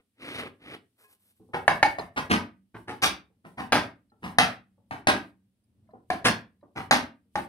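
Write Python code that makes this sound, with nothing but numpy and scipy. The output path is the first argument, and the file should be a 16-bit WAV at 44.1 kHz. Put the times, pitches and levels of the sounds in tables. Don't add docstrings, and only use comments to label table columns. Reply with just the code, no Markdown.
import sys
import numpy as np
from scipy import signal
from scipy.fft import rfft, irfft
from scipy.io import wavfile
from scipy.ndimage import uniform_filter1d

SR = 44100
rng = np.random.default_rng(int(sys.argv[2]) if len(sys.argv) > 2 else 0)


def voltage_ratio(decibels):
    exponent = np.asarray(decibels, float) / 20
    return 10 ** exponent


def generate_wav(sig):
    pcm = np.round(np.clip(np.atleast_2d(sig).T, -1, 1) * 32767).astype(np.int16)
    wavfile.write(sys.argv[1], SR, pcm)


N = 329868
LEAD_S = 0.00015

# pitch in Hz, level in dB, t60 in s.
BENCH_MODES = [(76, -21, 0.27), (113.6, -4, 0.14), (139.5, -6, 0.06), (186.9, -2.5, 0.14),
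               (191.6, -27, 0.86), (235, 5, 0.077), (287, -4.5, 0.03), (318, 1, 0.083), (445, -5.5, 0.15)]
# frequency in Hz, level in dB per Hz.
FOOT_GRIT = [(35, -39), (60, -14), (287, -4.5), (448, -11), (822, -7.5), (1200, -3.5), (2190, -4),
             (4120, -16), (5720, -19.5), (7230, -30.5), (9790, -22), (11300, -34.5), (16000, -41)]
# frequency in Hz, level in dB per Hz.
HISS_COLOUR = [(1000, -8.5), (3000, -3), (7000, -11), (8500, -4), (10000, -4.5), (15000, -12)]


def evened(x):
    return x / np.sqrt(np.mean(x ** 2) + 1e-30)


def read(points, hz):
    f, value = np.transpose(points)
    return np.interp(np.log(hz + 1), np.log(f + 1), value)


def slope(hz, corner_hz):
    return -10 * np.log10(1 + (hz / corner_hz) ** 4)


def add(mix, s, sound):
    part = mix[..., round(s * SR):][..., :sound.shape[-1]]
    part += sound[..., :part.shape[-1]]


def shaped(x, db_of):
    hz = np.fft.rfftfreq(x.shape[-1], 1 / SR)
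    return irfft(rfft(x) * voltage_ratio(db_of(hz)), x.shape[-1])


def paired(a, b):
    # frequency in Hz, left-right likeness from 0 to 1.
    likeness = [(100, 0.99), (300, .85), (600, 0.91), (1200, 0), (4000, 0.48), (12000, 0)]
    same = np.clip(read(likeness, np.fft.rfftfreq(len(a), 1 / SR)), -1, 1)
    right = irfft(same * rfft(a) + np.sqrt(1 - same ** 2) * rfft(b), len(a))
    return np.array([a, right])


def grains(size, per_s, spread_db):
    hit = rng.random(size) < per_s / SR
    sign = rng.choice([-1., 1.], size)
    force = voltage_ratio(spread_db * np.minimum(rng.exponential(1, size), 4))
    return evened(hit * sign * force)


def strokes(rows, rise_db_per_s, fall_db_per_s):
    start, stop, start_db, stop_db = np.transpose(rows)[:, :, None]
    t = np.arange(0, N / SR, .001)
    progress = np.clip((t - start) / (abs(stop - start) + 0.00086), 0, 1)
    level_db = start_db + (stop_db - start_db) * progress
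    level_db -= rise_db_per_s * np.maximum(start - t, 0)
    level_db -= fall_db_per_s * np.maximum(t - stop, 0)
    return np.interp(np.arange(N) / SR, t, voltage_ratio(level_db.max(0)))


def ring(modes, scatter_db, rise_s, grip_t60=np.inf, size=22050):
    hz, db, t60 = np.transpose(modes)[:, :, None]
    share, tune = rng.standard_normal((2, len(modes), 1))
    t = np.arange(size) / SR
    fall_db = 60 * t * (1 / t60 + 1 / grip_t60)
    wave = np.sin(2 * np.pi * hz * (1 + 0.014 * tune) * t)
    x = (voltage_ratio(db + scatter_db * share - fall_db) * wave).sum(0)
    x = x * (1 - np.exp(-t / rise_s))
    return x / abs(x).max()


def skid(length_s, colour, swell=1, size=6000):
    u = np.arange(size) / SR / length_s
    slide = np.sqrt(u ** swell * np.exp(swell * (1 - u ** 0.86)))
    slips = grains(size, 2500, 4.1) * slide
    grit = shaped(slips, colour)
    grit_rms = np.sqrt(np.mean(grit[:round(3 * length_s * SR)] ** 2))
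    return slips * slide, grit / grit_rms * slide


def drag():
    # start in s, stop in s, start in dB, stop in dB, relative treble in dB.
    pushes = [
        (-.01, 0.001, -67, -60, -22),
        (0.217, 0.41, -47.5, -39.5, -2.5),
        (0.416, 0.471, -39, -39.5, -13.5),
        (0.621, 0.751, -56, -42.5, -7),
    ]
    # frequency in Hz, level in dB per Hz.
    drag_colour = [(29, -39), (50, -11), (87, -6.5), (189, -8.5), (258, 0.5), (439, -5), (1020, -14),
                   (1180, -8.5), (1430, -11.5), (2210, -8.5), (3670, -19.5), (7390, -45), (9180, -29),
                   (14900, -57.5), (16000, -40.5)]
    rise_db_per_s, fall_db_per_s = 593, 900
    slips = shaped(grains(N, 5000, 3.0), lambda hz: read(drag_colour, hz))
    low = shaped(slips, lambda hz: slope(hz, 2400))
    lumps = voltage_ratio(1.7 * evened(uniform_filter1d(rng.standard_normal(N), 500)))
    rumble = strokes([row[:-1] for row in pushes], rise_db_per_s, fall_db_per_s)
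    treble_rows = [(a, b, c + db, d + db) for a, b, c, d, db in pushes]
    hiss = strokes(treble_rows, rise_db_per_s, fall_db_per_s)
    return lumps * (rumble * evened(low) + hiss * evened(slips - low))


def sleeve():
    # start in s, level in dB.
    swings = [(1.56, -62.5), (1.7, -54), (1.85, -54), (2.0, -63.5), (2.19, -57.5), (2.77, -67.5),
              (2.91, -64), (3.47, -68), (3.6, -60), (4.255, -58), (4.93, -66), (5.23, -72), (6.12, -62.5),
              (6.79, -61), (7.375, -55.5)]
    # start in s, stop in s, start in dB, stop in dB.
    shifting = (0.0, 1.5, -85, -79)
    swing_s, fade_db, edge_db_per_s = 0.074, -5.5, 500
    rows = [(s, s + swing_s, db, db + fade_db) for s, db in swings] + [shifting]

    def cloth_colour(hz):
        band = slope(hz, 14000) + slope(3000 / (hz + 1), 0.99)
        return read(HISS_COLOUR, hz) - 3.0 * (hz < 7900) + band

    rubbing = np.array([grains(N, 9000, 2.5), grains(N, 9000, 2.5)])
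    cloth = shaped(rubbing, cloth_colour)
    return strokes(rows, edge_db_per_s, edge_db_per_s) * evened(cloth)


def air():
    # time in s, level in dB.
    outside = [(0, -83.5), (2.1, -81.5), (3.3, -74.5), (4.05, -75), (5.0, -71.5), (5.55, -77.5),
               (5.85, -65), (6.15, -74.5), (7.48, -73)]
    # frequency in Hz, level in dB per Hz.
    air_colour = [(15, -55.5), (25, -28.5), (76, -14), (94, -8), (114, -9), (130, -15.5), (141, -29),
                  (195, -12.5), (384, -36.5), (2220, -59), (5570, -50), (6920, -60.5), (8590, -44.5),
                  (14000, -46.5), (16000, -47)]
    noise = shaped(paired(*rng.standard_normal((2, N))), lambda hz: read(air_colour, hz))
    low = shaped(noise, lambda hz: slope(hz, 240))
    murmur = shaped(noise - low, lambda hz: slope(hz, 2500))
    s, db = np.transpose(outside)
    rumble_db = np.interp(np.arange(N) / SR, s, db)
    murmur_db = -81.5 + 0.68 * (rumble_db - rumble_db.mean())
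    return voltage_ratio(rumble_db) * evened(low) + voltage_ratio(murmur_db) * evened(murmur)


def rustle():
    # start in s, stop in s, start in dB, stop in dB.
    rubs = [
        (.99, 1.05, -63.5, -61),
        (1.09, 1.135, -62.5, -59.5),
        (1.2, 1.31, -69.5, -63),
        (1.362, 1.375, -72, -67),
    ]
    # pitch in Hz, level in dB, t60 in s.
    clink_modes = [(430, -3, .15), (1060, 0, .25), (1700, 1, .2), (2550, -3, .25)]
    clink_s, clink_db = 1.04, -52
    rub = grains(N, 6000, 2.8)
    hiss = shaped(rub, lambda hz: read(HISS_COLOUR, hz) - 7.9 * (hz < 7900))
    body = shaped(rub, lambda hz: slope(hz, 2100) + slope(300 / (hz + 1), 0.9))
    body_db = -6 - 110 * np.maximum(np.arange(N) / SR - clink_s, 0)
    out = strokes(rubs, rise_db_per_s=703, fall_db_per_s=504) * (evened(hiss) + voltage_ratio(body_db) * evened(body))
    add(out, clink_s, voltage_ratio(clink_db) * ring(clink_modes, 0, 0.0041))
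    return out


def touch(db, hz, thud_db):
    sound = ring([(hz, 0, .04), (hz * 1.6, -4, .035), (hz * 2.1, -10, .03)], 2, .004)
    sound += voltage_ratio(thud_db) * ring(BENCH_MODES, 2.3, 0.008)
    scuff = skid(0.0097, lambda f: read(FOOT_GRIT, f) + 2.5 * slope(f, 1000))[1]
    add(sound, 0, voltage_ratio(-18) * scuff)
    return voltage_ratio(db) * sound


def tick(db, hz):
    modes = [(hz, 0, .04), (hz * 0.56, -6, .03), (hz * 1.2, -6, .03)]
    return voltage_ratio(db) * ring(modes, 2.7, 0.0017, size=3000)


def blow(s, knock_db, over_db, thud_db, fizz_db, skid_db, skid_s, swell):
    # time in s, pitch in Hz.
    tilted = [(2.0, 700), (4.9, 890), (6.1, 730), (6.3, 570), (7.4, 840)]
    # pitch in Hz, level in dB, t60 in s.
    drift_modes = [(1350, -9.5, 0.02), (1370, -12, 0.044), (1762, 9, .06), (2000, -9.5, 0.033),
                   (2180, -3.5, 0.066), (2600, -10.5, 0.057)]
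    cover_modes = [(3280, -5, 0.01), (3625, 0, .04), (4050, 2, 0.09), (4310, -5, .03), (4710, 2.5, 0.023),
                   (5940, -17.5, 0.075), (6420, -4.5, 0.084), (9000, -8.5, 0.06), (9520, -10, 0.06),
                   (10063, -6, 0.11), (10880, -9.5, 0.017)]
    hammer_modes = [(2200, 0, .22), (4900, -14, .1), (6490, -18, .08)]
    grip_t60 = .035
    hammer_free_s = .16
    pitch_hz = dict(tilted).get(round(s, 1), 800)

    def colour(hz):
        middle = np.exp(-(np.log((hz + 1) / 1900) / 1.6) ** 2)
        overtones = (over_db + 5.5) * middle
        pitch_peak = 5.7 / (1 + ((hz - pitch_hz) / 110) ** 2)
        bass = 0.19 * np.clip(thud_db - skid_db + 9.5, -14, 8)
        bass = bass / (1 + (hz / 500) ** 3) / (1 + (170 / (hz + 1)) ** 3)
        treble = (fizz_db + 14) / (1 + (3000 / (hz + 1)) ** 3)
        return read(FOOT_GRIT, hz) + overtones + pitch_peak + bass + treble

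    slips, grit = skid(skid_s, colour, swell)
    drive = voltage_ratio(skid_db - 44.5) * slips
    drive[0] += 1
    knock_modes = [(pitch_hz, 0, .1), (pitch_hz * .86, -12, .05),
                   (pitch_hz * 1.15, -11, .05), (pitch_hz * 1.33, -10, .05)]
    metal = ring(knock_modes, 1, .0005, 1.3 * grip_t60)
    metal += voltage_ratio(over_db + 6) * ring(drift_modes, 1, .0005, grip_t60 / 1.4)
    metal += voltage_ratio(fizz_db + 10.5) * ring(cover_modes, 2.2, 0.0012, grip_t60 / 2)
    sound = signal.fftconvolve(drive, metal)[:len(metal)]
    free = np.clip((hammer_free_s - np.arange(len(metal)) / SR) / .02, 0, 1)
    sound += voltage_ratio(-38 - skid_db) * ring(hammer_modes, 2, 0.0018) * free
    add(sound, .003, voltage_ratio(thud_db + 1.5) * ring(BENCH_MODES, scatter_db=2, rise_s=.008))
    add(sound, 0, voltage_ratio(skid_db - 7.5) * grit)
    crack = skid(.002, colour)[1]
    add(sound, 0, voltage_ratio(-5.0 + .5 * max(knock_db, -30)) * crack)
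    return voltage_ratio(knock_db) * sound


def shove(s, db, thud_db, fizz_db, length_s):
    over_db = -4 + 0.26 * db
    return blow(s, db - 22, over_db, thud_db + 25.0, fizz_db, skid_db=23.0, skid_s=length_s, swell=2.1)


def clean_blow(s, db, over_db, fizz_db, skid_db):
    thud_db = -14.5 - 0.3 * skid_db ** 2
    return blow(s, db, over_db, thud_db, fizz_db, skid_db, skid_s=0.0096, swell=0.67)


def ported(x):
    lag, left, right = rng.random(3)
    out = np.zeros((2, len(x) + 400))
    add(out[0], 0, x)
    add(out[1], LEAD_S * 2 * lag, x)
    add(out[0], .0004 + .003 * left, voltage_ratio(-9) * x)
    add(out[1], .0004 + .003 * right, -voltage_ratio(-9) * x)
    return out


def room(x, count=3):
    # frequency in Hz, t60 in s.
    decay = [(100, 0.35), (260, 0.35), (700, 0.25), (1840, 0.28), (4850, 0.21), (12800, 0.13)]
    # frequency in Hz, level in dB.
    echo_colour = [(80, 2), (300, 1.5), (800, 2), (2000, -4), (5000, 2), (8000, -0.5), (14000, 4.5)]
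    size = SR // 2
    out = np.zeros((2, N))
    turn = np.arange(N) / SR * 6.3
    build_up = 1 - np.exp(-np.arange(size) / (0.013 * SR))
    for k in range(count):
        taps = np.zeros((2, size))
        at = np.arange(300, size - 16, 16) + rng.integers(0, 16, (2, (size - 301) // 16))
        np.put_along_axis(taps, at, rng.choice([-1., 1.], at.shape), 1)
        hz, t, z = signal.stft(paired(*taps), SR, nperseg=512)
        fall_db = 60 * t / read(decay, hz)[:, None]
        z = z * voltage_ratio(read(echo_colour, hz)[:, None] - fall_db)
        tail = signal.istft(z, SR, nperseg=512)[1][:, :size] * build_up
        tail = tail / np.linalg.norm(tail[0])
        share = np.cos(np.pi * (turn + k / count)) * np.sqrt(2 / count)
        out += signal.oaconvolve((x * share)[None], tail, axes=1)[:, :N]
    return out


def scene():
    # start in s, level in dB, pitch in Hz, relative bench thud in dB.
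    touches = [(1.397, -56, 487, 6), (1.446, -67.5, 487, 7), (1.487, -54, 514, 1.5), (2.023, -48.5, 560, 2),
               (3.299, -63.5, 518, -2), (3.45, -45.5, 684, -5.5), (4.118, -53, 840, -6),
               (4.778, -59.5, 529, 0), (5.889, -50.5, 632, -16.5), (5.934, -39, 482, -12),
               (6.016, -68, 552, -28), (6.627, -44, 567, -8.5), (7.249, -79, 581, 11.5)]
    # start in s, level in
    # dB, pitch in Hz.
    ticks = [(1.4794, -70.5, 9730), (1.9929, -33.5, 4130), (4.0986, -66, 4100), (5.2994, -66, 3900),
             (5.6394, -67, 9060), (5.7394, -77.5, 13950), (5.9094, -71, 4120), (6.6094, -70, 4020),
             (5.874, -69.5, 1770), (5.905, -63, 1740), (6.612, -67.5, 1770), (6.632, -64, 1780),
             (7.357, -37.5, 5040), (1.9955, -24.5, 783)]
    # peak in s, level in dB, relative bench thud in dB,
    # relative metal fizz in dB, skid length in s.
    shoves = [(1.54, -23.5, -15.5, -32.5, 0.012), (2.168, -20.5, -29.5, -20.5, 0.012),
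              (2.304, -16, -9, -14.5, 0.02), (2.747, -38.5, -6.5, -34, 0.013),
              (2.881, -31, -12.5, -23, 0.018), (3.026, -14.5, -29, -2.5, 0.016),
              (3.448, -44, -4.5, -32.5, 0.015), (3.579, -29.5, -18.5, -25.5, 0.02),
              (4.229, -32, -11.5, -24, 0.022), (6.251, -12.5, -19.5, -9.5, 0.015),
              (6.761, -29.5, -25, -25, 0.02)]
    # start in s, knock in dB, then overtones, metal fizz and skid in relative dB.
    blows = [
        (1.679, -7.5, -6.5, -23.5, -13.5),
        (1.828, -6.5, -5.5, -21, -23),
        (1.985, -22, -14, -27, -13.5),
        (3.722, -13, -8.5, -15, 0.5),
        (4.385, -7.5, -3.5, -11.5, -5),
        (4.9096, -23, -13.5, -28.5, -9),
        (5.071, -10.5, -5.5, -13.5, -2),
        (6.102, -16, -12.5, -22.5, -12.5),
        (6.91, -7.5, -9, -12.5, -5),
        (7.3552, -17, -15, -25.5, -9.5),
    ]
    handling = drag() + rustle()
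    near = np.array([handling, np.roll(handling, round(LEAD_S * SR))])
    for s, *row in touches:
        add(near, s, ported(touch(*row)))
    for s, *row in shoves:
        add(near, s - .007, ported(shove(s, *row)))
    for s, *row in blows:
        add(near, s, ported(clean_blow(s, *row)))
    echo = room(near[0] - 0.5 * handling)
    for s, *row in ticks:
        add(near, s, ported(tick(*row)))
    return voltage_ratio(0.5) * near + voltage_ratio(-4.5) * echo + air() + sleeve()


def low_pass(x):
    return signal.sosfilt(signal.butter(12, 16630, fs=SR, output="sos"), x)


def record(dry):
    def power_level(v):
        power = uniform_filter1d((v ** 2).mean(0), size=1300, origin=600)
        return 10 * np.log10(abs(power) + 1e-12)

    def band_edges(hz):
        return slope(50 / (hz + 1), 1.0) - .1 * np.maximum(hz - 15750, 0)

    bass = shaped(dry, lambda hz: slope(hz, 400))
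    bright = dry - shaped(dry, lambda hz: slope(hz, 1200))
    shut_db = np.clip(1.1 * (power_level(bright) + 38), -27, 0)
    hiss = evened(shaped(rng.standard_normal((2, N)), lambda hz: read(HISS_COLOUR, hz)))
    tail_db = np.clip(0.18 * (power_level(dry) + 47), -8, 0)
    gated = bass + (dry - bass) * voltage_ratio(tail_db)
    mix = shaped(gated + voltage_ratio(-59.5 + shut_db) * hiss, band_edges)
    return low_pass(np.clip(mix, -.93, .93))


dry = scene()
out = record(dry)
generate_wav(out)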